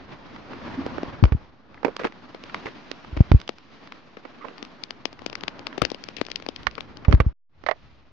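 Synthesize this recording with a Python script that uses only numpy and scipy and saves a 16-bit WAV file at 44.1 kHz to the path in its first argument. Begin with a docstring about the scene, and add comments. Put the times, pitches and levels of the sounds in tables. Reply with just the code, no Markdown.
"""Rain on a kayak

Rain falls on a kayak on a lake, heard by a small two-port microphone on board. Shaped noise makes the soft
wash; noise bursts ringing broad resonances make the patter, the near drops and the slaps on a hollow panel.
Large drops thump the ports as sliding, fading swings; wet cloth rustles as crackling noise, and trapped air
gurgles as noise ringing on a sliding pitch. Near 7.3 s all of it sinks almost to silence, then returns."""
import sys
import numpy as np
from scipy import signal
from scipy.fft import rfft, irfft
from scipy.io import wavfile
from scipy.ndimage import uniform_filter1d

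SR = 44100
rng = np.random.default_rng(int(sys.argv[2]) if len(sys.argv) > 2 else 0)


def output_pcm(signal):
    """Save a mono or channel-first signal as 16-bit PCM at the path in sys.argv[1].

    Samples are clipped to [-1, 1] before scaling.
    """
    pcm = np.clip(np.atleast_2d(signal).T, -1, 1) * 32767
    wavfile.write(sys.argv[1], SR, np.round(pcm).astype(np.int16))


N = 358091  # length in samples

# Levels below are those before the overall gain and the microphone; sides are left over right.
# Wash of far rain and lake: (t/s, level/dB, rumble/dB, fizz/dB)
WASH_LEVELS = [(0.0, -52.5, -57, -60.5), (0.361, -50.5, -56.5, -57.5), (0.7, -44, -47, -52.5),
               (1.1, -44.5, -46.5, -54), (1.3, -53, -49, -62), (1.45, -59.5, -55, -66.5),
               (1.58, -65, -66, -72), (1.72, -58.5, -60, -68.5), (2.0, -55, -61, -60),
               (2.3, -56.5, -62, -61), (2.55, -50.5, -59.5, -54.5), (3.0, -55, -63, -58),
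               (3.3, -51.5, -44.5, -56), (3.55, -63, -63.5, -63.5), (3.85, -55, -66, -58),
               (4.07, -59.5, -65, -64), (4.5, -53.5, -72, -59), (5.1, -58.5, -58.5, -63.5),
               (5.45, -50.5, -55.5, -59.5), (5.75, -50.5, -61, -59), (6.0, -56, -58.5, -58),
               (6.7, -56.5, -53.5, -60), (7.06, -52.5, -50, -62.5), (7.2, -53.5, -36, -67.5),
               (7.749, -64.5, -53.5, -64), (8.12, -65, -56, -68.5)]
# Resting colour of the wash, of which only the shape counts: (f/Hz, level/dB per Hz)
WASH_COLOUR = [(18, -59), (35, -18.5), (60, -9.5), (175, -10.5), (250, -5), (400, -12.5), (635, -10),
               (1120, -9), (2500, -18.5), (4860, -27), (6670, -36.5), (8670, -50.5), (12000, -45.5)]
# How alike the wash is at the two ports: (f/Hz, likeness 0-1)
PORT_LIKENESS = [(60, 0.14), (280, 0.51), (700, 0.57), (2800, 0.28), (6000, 0.4)]
# Parts of the wash, in the order level, rumble, fizz, hum: (lowest f/Hz, highest f/Hz)
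WASH_BANDS = [(500, 2000), (40, 130), (2200, 6500), (150, 450)]
# Near drops: (t/s, peak/dB before the sides are shared, knock over snap/dB, tap over snap/dB, side/dB)
NEAR_DROPS = [(0.361, -33, 3, 9, 2.5), (0.532, -30.5, 13, 15, -5), (0.863, -19, 11.5, -5, -3),
              (0.981, -21.5, 28, 9, -13), (1.031, -18.5, 13, -8, 3.5), (1.238, -12, 6, 2, 9.5),
              (1.253, -23, 6, 0.5, -24), (1.321, -21.5, 17, 14.5, -6.5), (1.743, -36, -7, 2, -1),
              (1.83, -27, 24.5, 14.5, -17), (1.847, -8.5, 21.5, 17, -17), (1.873, -36.5, 39.5, 32, -8.5),
              (1.88, -27, 41, 24, -14), (1.965, -20, -10.5, -5, -3), (1.993, -27.5, 18, 13, -16),
              (2.034, -26, 14.5, 18.5, -17), (2.05, -20, 16.5, 16, -12), (2.049, -16.5, 22, 10, -17.5),
              (2.069, -27.5, 2.5, 10.5, -9.5), (2.122, -34.5, -5, 4, 4), (2.346, -31, 9, 4, 2),
              (2.437, -28, -6, -6, -2), (2.495, -36, -3.5, 19, -1), (2.544, -15.5, -5.5, 8, 2),
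              (2.666, -24.5, 9, 16, -5), (2.914, -20, -5.5, -4.5, -9), (3.046, -33, 0, 15, -2),
              (3.172, -25, 6, 5, -2), (3.206, -25.5, 7, 4, 5), (3.316, -10, 9, 4, -3),
              (3.4, -30.5, -13, -12, -6), (3.414, -27.5, -15, -5, -5), (3.477, -25, -22, -10, -4),
              (3.491, -18, 2.5, -8, 8.5), (3.583, -34, -12, -5, 1), (3.873, -35, -24, -6, -2.5),
              (3.921, -27, -7, 2, 3), (4.169, -32, 11.5, 10.5, 3), (4.251, -30.5, 20, 17.5, -10),
              (4.449, -32, 24, 18, -16), (4.483, -31, 16, 15.5, -10), (4.58, -32.5, -15, -8, 16),
              (4.626, -22.5, -4.5, -6, 24), (4.649, -32, -21, -6, 19), (4.836, -21, -26, -17, 21),
              (4.906, -17.5, -12, -10.5, 11), (5.054, -11.5, -12.5, -16.5, 19.5), (5.128, -32, -7, -9, 11),
              (5.191, -32.5, -7, 1, 12), (5.218, -32.5, 6, -10, 21), (5.262, -18.5, -8.5, -19, 27),
              (5.298, -26.5, -6, -10, 27), (5.328, -25, -7, 1, 24), (5.353, -21.5, -16, -11, 32),
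              (5.408, -29.5, -15.5, -7, 23), (5.435, -19.5, -8.5, -10, 20), (5.48, -13, -7.5, -5.5, 15),
              (5.592, -28, -5, -16, 20), (5.668, -15.5, -18, -10.5, 17), (5.727, -33, 0, 16, -18),
              (5.779, -21, -2, -21, 24.5), (5.818, -7, -1, -0.5, 24.5), (5.85, -9.5, -9.5, -15, 22),
              (5.901, -26.5, -17, -17, 29), (5.916, -21.5, -2.5, -17, 29), (5.945, -25, -10, -15, 27),
              (6.038, -24.5, -18, -19, 33), (6.086, -23.5, -10.5, -10.5, 30),
              (6.166, -23.5, -18.5, -17, 27), (6.213, -13, -0.5, -9, 37), (6.25, -32, -13, -13, 25),
              (6.265, -26, -11.5, -18, 24.5), (6.284, -29.5, 3, 4, 10), (6.301, -30, -11, -13, 24),
              (6.315, -20.5, -13, -22, 38), (6.358, -16, -23, -34, 35), (6.399, -31, 1, -1, 14),
              (6.423, -30, -11, -9, 25), (6.463, -23, 2, -6, 27), (6.487, -17, -4.5, -23, 28),
              (6.561, -24.5, -20, -26, 30), (6.631, -32.5, -7, -11, 17.5), (6.711, -34.5, -11, -21, 21),
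              (6.752, -29.5, -22, -23, 29), (6.779, -25, 10, 10.5, 21), (6.806, -22, -3.5, -11, 25),
              (6.97, -32.5, -7, -23, 21), (7.048, -29, -1, 20, 5), (7.082, -21, 33, 12, -5.5),
              (7.111, -26, 6.5, 4.5, 15), (7.125, -13.5, 6, 9.5, -27), (7.148, -27, 8.5, 4.5, 13),
              (7.201, -11, 16, 14, -11.5), (7.637, -35, 15, 6.5, -28)]
# What a near drop rings, in the groups knock, tap, snap: (f/Hz, width of one resonance/Hz, level/dB)
DROP_BODY = [
    [(285, 170, 4.5), (430, 460, 8.5), (684, 430, -3)],
    [(1150, 900, 7), (2090, 1050, 3)],
    [(2800, 2300, 2.5), (4770, 1400, -2.5), (5460, 6200, -25.5), (8260, 9000, -17)],
]
# Big drops slapping a hollow panel:
# (t/s, peak/dB before the sides are shared, knock over snap/dB, tap over snap/dB, side/dB, burst decay/s)
PANEL_SLAPS = [(6.669, -9.5, 2, 10.1, -23.5, 0.002), (7.664, -18, 11.5, 11.3, -21, 0.0071),
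               (7.687, -12, 23.5, 17.2, -22, 0.0072), (7.712, -13, 23, 17, -21.5, 0.0037)]
# What the panel rings, in the groups knock, tap, snap: (f/Hz, width of one resonance/Hz, level/dB)
PANEL_BODY = [
    [(601, 310, 0.0015)],
    [(1160, 660, 0.69), (1924, 450, 0)],
    [(2750, 1800, 0.5), (4100, 1100, -5.5), (6200, 1700, -22)],
]
# Wet cloth and splashing water, levels before the fade and the sides:
# (t/s, length/s, low level/dB, low f/Hz, hiss level/dB, hiss f/Hz, side/dB)
RUSTLES = [(0.711, 0.067, -44, 300, -42.5, 1170, -1), (1.856, .045, -25, 450, -44, 1160, -1),
           (1.993, .045, -31, 450, -35.5, 1250, -3), (2.041, 0.044, -29, 430, -31, 1200, 5.5),
           (2.653, 0.052, -35, 375, -38, 1360, 0), (3.164, 0.033, -32, 305, -42, 1900, 4),
           (4.44, 0.092, -41.5, 450, -49.5, 1020, -4.5), (5.777, 0.026, -36, 460, -43, 2430, 14.5),
           (5.824, 0.032, -30.5, 278, -38.5, 2300, 17.5), (6.167, 0.043, -44.5, 400, -41, 2450, 23),
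           (6.668, 0.019, -46, 518, -36, 1700, -24), (7.085, 0.036, -30.5, 305, -50, 1750, 5),
           (7.119, 0.036, -21, 273, -40, 1470, -5.5)]
# Gurgles and plips of trapped air, pitch sliding from the start of an unheard lead-in:
# (t/s, length/s, level/dB before the soft ends and the sides, lead-in f/Hz, last f/Hz, side/dB)
GURGLES = [(0.769, 0.055, -31, 233, 284, 0), (1.774, 0.0076, -50, 1760, 1780, 2),
           (4.405, 0.039, -49, 1030, 1210, -18), (4.412, .035, -57, 2160, 2000, -10),
           (4.441, 0.019, -39.5, 1020, 965, -19)]
# Water striking the ports:
# (t/s, peak/dB before the sides are shared, push 1 or pull -1, first f/Hz, time to fall 90 dB/s, side/dB)
PORT_THUMPS = [(1.227, -8, 1, 192, 0.023, 4), (1.2358, -11, 1, 150, 0.024, 32),
               (1.2395, -7.5, -1, 110, 0.1, 4), (1.32, -14.5, -1, 170, 0.11, -6),
               (1.349, -16.5, -1, 152, 0.051, 6), (3.128, -28, -1, 110, 0.11, -1),
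               (3.171, -23.5, -1, 110, 0.14, 0), (3.2054, -2, -1, 182, 0.038, 2),
               (3.3152, -7.5, -1, 225, 0.072, -3.5), (3.339, -14, -1, 202, .05, 11.5),
               (3.346, -3.5, -1, 111, 0.067, 0), (5.82, -15.5, -1, 351, 0.01, 30.5),
               (5.83, -35.5, 1, 198.6, 0.084, 22), (6.671, -34.5, 1, 100, 0.091, -14),
               (7.082, -7, 1, 130, 0.067, -7), (7.109, -16.5, -1, 150, 0.04, 9),
               (7.139, -4.5, -1, 130, 0.085, 3.5), (7.2011, -12, -1, 220, 0.073, -3),
               (7.264, -12.5, -1, 110, 0.091, 1)]
# Pitch where the ring of each port settles, left then right: (f/Hz)
PORT_HZ = [50.2, 43]
# Overall gain, with a short near-silence; the end values hold outside it: (t/s, gain/dB)
OVERALL_GAIN = [(7.291, 4), (7.328, -3), (7.337, -92.5), (7.486, -89), (7.495, -18), (7.56, -8.5),
                (7.64, 2.5)]

HUM_DB = 2  # the hull hums along with the wash, this far above its level
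PATTER_DB, PATTER_PER_S, PATTER_KINDS = -19, 380, 24  # small random drops, level relative to the wash
# a near drop's burst lasts longer the stronger its tap is over its snap, with some chance
BURST_S, SLOWER_PER_DB, BURST_SCATTER = 0.0011, 0.08, 0.33
RUSTLE_FADE_DB = -16.5  # fall over the length of a rustle
PORT_LAG_S = 0.00095  # the port farther from the blow feels it this much later
DULL_HZ, EDGE_HZ = 6200, 16000  # where the wet microphone dulls, and the final band limit


def gain_of(db):
    """Turns decibels into a plain factor."""
    return 10 ** (np.asarray(db) / 20)


def evened(x):
    """Scales a sound to an average (rms) strength of 1."""
    return x / np.sqrt(np.mean(x ** 2) + 1e-20)


def read(points, hz):
    """Reads a curve between its points, along a logarithmic frequency scale."""
    f, value = np.transpose(points)
    return np.interp(np.log(hz + 1), np.log(f + 1), value)


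def add(mix, s, sound, side_db):
    """Mixes a sound in at time s, shared between the ports."""
    ratio = gain_of(side_db)
    shares = np.array([[ratio], [1]]) * 2 / (1 + ratio)
    part = mix[:, round(s * SR):][:, :sound.shape[-1]]
    part += (sound * shares)[:, :part.shape[1]]


def resonate(x, hz, width):
    """A resonance of gain about 1 that follows the pitch curve hz."""
    turn = np.exp(2j * np.pi * np.cumsum(hz) / SR)
    r = np.exp(-np.pi * width / SR)
    # shift the pitch down to zero, smooth there, then shift it back
    return 2 * (turn * signal.lfilter([1 - r], [1, -r], x / turn)).real


def causal(gain):
    """The response with this gain that starts at once and then rings out (minimum phase)."""
    folded = irfft(np.log(gain + 1e-6))
    half = len(folded) // 2
    folded[1:half] *= 2
    folded[half + 1:] = 0
    return np.exp(rfft(folded))


def wash_curves(t):
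    """Level, rumble, fizz and hum of the wash at times t, in dB."""
    s, *columns = np.transpose(WASH_LEVELS)
    level, rumble, fizz = (np.interp(t, s, column) for column in columns)
    return level, rumble, fizz, level + HUM_DB


def wash():
    """Far rain blurs into noise with patches and flicker; its level, rumble and fizz swell on their own."""
    hop, size = 256, 1024
    frames, hz = N // hop + 5, np.fft.rfftfreq(size, 1 / SR)
    a, b, c, d, patches = rng.standard_normal((frames, len(hz), 5)).T
    patches = uniform_filter1d(patches, 14, 0)  # across frequency
    patches = evened(uniform_filter1d(patches, 10, 1))  # across time
    flicker = evened(uniform_filter1d(rng.standard_normal(frames), 4))
    colour = read(WASH_COLOUR, hz)

    # lift of each band over the resting colour, blended smoothly across frequency
    lifts, shares = [], []
    for db, (lo, hi) in zip(wash_curves(np.arange(frames) * hop / SR), WASH_BANDS):
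        resting_power = (gain_of(colour[(hz > lo) & (hz < hi)]) ** 2).sum()
        lifts.append(db - 10 * np.log10(resting_power))
        distance = np.log((hz + 1) / np.sqrt(lo * hi)) / 0.5
        shares.append(np.exp(-distance ** 2 / 2) + 1e-30)
    shares = np.array(shares)
    lift = (shares / shares.sum(0)).T @ np.array(lifts)
    field_db = colour[:, None] + lift + 0.57 * patches + 1.7 * flicker

    same = np.clip(read(PORT_LIKENESS, hz), 0, 1)[:, None]
    left = a + 1j * b
    right = same * left + np.sqrt(1 - same ** 2) * (c + 1j * d)
    spectra = np.array([left, right]) * gain_of(field_db)
    return signal.istft(spectra, nperseg=size, noverlap=size - hop)[1][:, :N]


def drop(knock_db, tap_db, spread, chance, body=DROP_BODY, rise=0.0015):
    """A drop's short burst rings broad modes; each port hears its own mix of private and shared noise."""
    t, hz = np.arange(2048) / SR - 0.0025, np.fft.rfftfreq(4096, 1 / SR)  # impact at t = 0
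    shape = np.exp(np.where(t < 0, t / rise, -t / max(spread, 0.0003)))
    spray = gain_of(-23.5 - 60 * t / 0.084) * (t > 0)  # fine splash that follows
    burst = (chance[:2] + 0.39 * chance[2]) * (shape + spray)
    burst[:, round(0.0025 * SR)] -= 8.0  # the impact itself

    power = 0
    for lift_db, group in zip((knock_db, tap_db, 0), body):
        for f, width, db in group:
            mode = abs(hz * width / (f ** 2 - hz ** 2 + 1j * hz * width))
            power = power + gain_of(lift_db + db) ** 2 / width * mode ** 4
    response = causal(np.sqrt(power / power.max()))
    sound = irfft(rfft(burst, 4096) * response)[:, :2600]
    return sound / abs(sound).max(1, keepdims=True)


def patter():
    """Many small drops of random size, colour and side, following the level of the wash."""
    out = np.zeros((2, N))
    for knock, tap, side in rng.random((PATTER_KINDS, 3)):
        hits = rng.random(N) < PATTER_PER_S / PATTER_KINDS / SR
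        sizes = hits * gain_of(5.0 * np.minimum(rng.exponential(1, N), 3))
        tick = drop(-8 + 12 * knock, -8 + 12 * tap, 0.0034, rng.standard_normal((3, 2048)))
        add(out, 0, signal.oaconvolve(sizes[None], tick)[:, :N], 24 * (side - 0.5))
    return evened(out) * gain_of(PATTER_DB + wash_curves(np.arange(N) / SR)[0])


def drops():
    """Each near drop rings what it hits, and each slap rings the hollow panel, at its own moment."""
    out = np.zeros((2, N))
    for s, db, knock_db, tap_db, side_db in NEAR_DROPS:
        burst_s = BURST_S * np.exp(SLOWER_PER_DB * tap_db + BURST_SCATTER * rng.standard_normal())
        sound = drop(knock_db, tap_db, burst_s, rng.standard_normal((3, 2048)))
        add(out, s - 0.0008, gain_of(db) * sound, side_db)
    for s, db, knock_db, tap_db, side_db, burst_s in PANEL_SLAPS:
        chance = rng.standard_normal((3, 2048))
        sound = drop(knock_db, tap_db, burst_s, chance, PANEL_BODY, rise=0.00068)
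        add(out, s - 0.002, gain_of(db) * sound, side_db)
    return out


def rustles():
    """Clumped grains ring a low resonance and a broad crackling hiss; each starts fast and fades."""
    out = np.zeros((2, N))
    for s, length, low_db, low_hz, hiss_db, hiss_hz, side_db in RUSTLES:
        count = round(length * SR)
        along = np.linspace(0, 1, count)
        noise = rng.standard_normal((3, count))
        noise = noise[:2] + 0.99 * noise[2]  # partly unlike at the two ports
        pops = (rng.random(count) < 400 / SR) * 6  # about 400 a second
        low_curve, hiss_curve = np.full(count, low_hz), np.full(count, hiss_hz)
        low = resonate(resonate(noise * (0.2 + pops), low_curve, 160), low_curve, 700)
        clumps = 0.77 + signal.lfilter([1], [1, -0.985], pops) / 6  # each pop dies away
        hiss = resonate(resonate(noise * clumps, hiss_curve, 1500), hiss_curve, 2000)
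        sound = gain_of(low_db) * evened(low) + gain_of(hiss_db) * evened(hiss)
        fade = gain_of(RUSTLE_FADE_DB * along) * signal.windows.tukey(count, 0.2)
        add(out, s, sound * fade, side_db)
    return out


def gurgles():
    """A pocket of air, shaken by lapping water, rings roughly on a sliding pitch."""
    out = np.zeros((2, N))
    lead_in = 800  # samples in which the ring builds up unheard
    for s, length, db, first_hz, last_hz, side_db in GURGLES:
        count = round(length * SR)
        hz = np.linspace(first_hz, last_hz, count + lead_in)
        ring = resonate(rng.standard_normal(len(hz)), hz, 0.16 * first_hz)
        ring = resonate(ring, hz, 0.33 * first_hz)[lead_in:]
        add(out, s, gain_of(db) * evened(ring) * signal.windows.tukey(count, 0.5), side_db)
    return out


def thumps():
    """A slug of water shoves the membrane; the swing slides from its first pitch to the port's low ring."""
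    out = np.zeros((2, N))
    last_hz = np.array(PORT_HZ)[:, None]
    for s, db, way, first_hz, fall_s, side_db in PORT_THUMPS:
        farther = np.array([[side_db < 0], [side_db >= 0]])
        t = np.maximum(np.arange(7000) / SR - PORT_LAG_S * farther, 0)
        settle = 0.83 / first_hz  # a sharper blow settles sooner
        turns = last_hz * t + (first_hz - last_hz) * settle * (1 - np.exp(-t / settle))
        decay = gain_of(-30 * t / fall_s - 60 * (t / fall_s) ** 2)
        onset = 1 - np.exp(-(t / 0.0013) ** 2)
        swing = np.sin(2 * np.pi * turns) * decay * onset
        add(out, s - PORT_LAG_S / 2, np.sign(way) * gain_of(db) * swing / abs(swing).max(), side_db)
    return out


def scene():
    """All the sounds together, under the overall gain."""
    gain = gain_of(np.interp(np.arange(N) / SR, *np.transpose(OVERALL_GAIN)))
    return gain * (wash() + patter() + drops() + rustles() + gurgles() + thumps())


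def record(dry):
    """The wet microphone dulls the treble, the input clips and adds a small offset; then the band limit."""
    dull = signal.sosfilt(signal.butter(6, DULL_HZ, fs=SR, output="sos"), dry)
    clipped = np.clip(dull, -1, 1) + 0.0013
    band_limit = signal.firwin(511, EDGE_HZ, window=("kaiser", 9), fs=SR)
    return signal.oaconvolve(clipped, band_limit[None], "same")


dry = scene()
out = record(dry)
output_pcm(out)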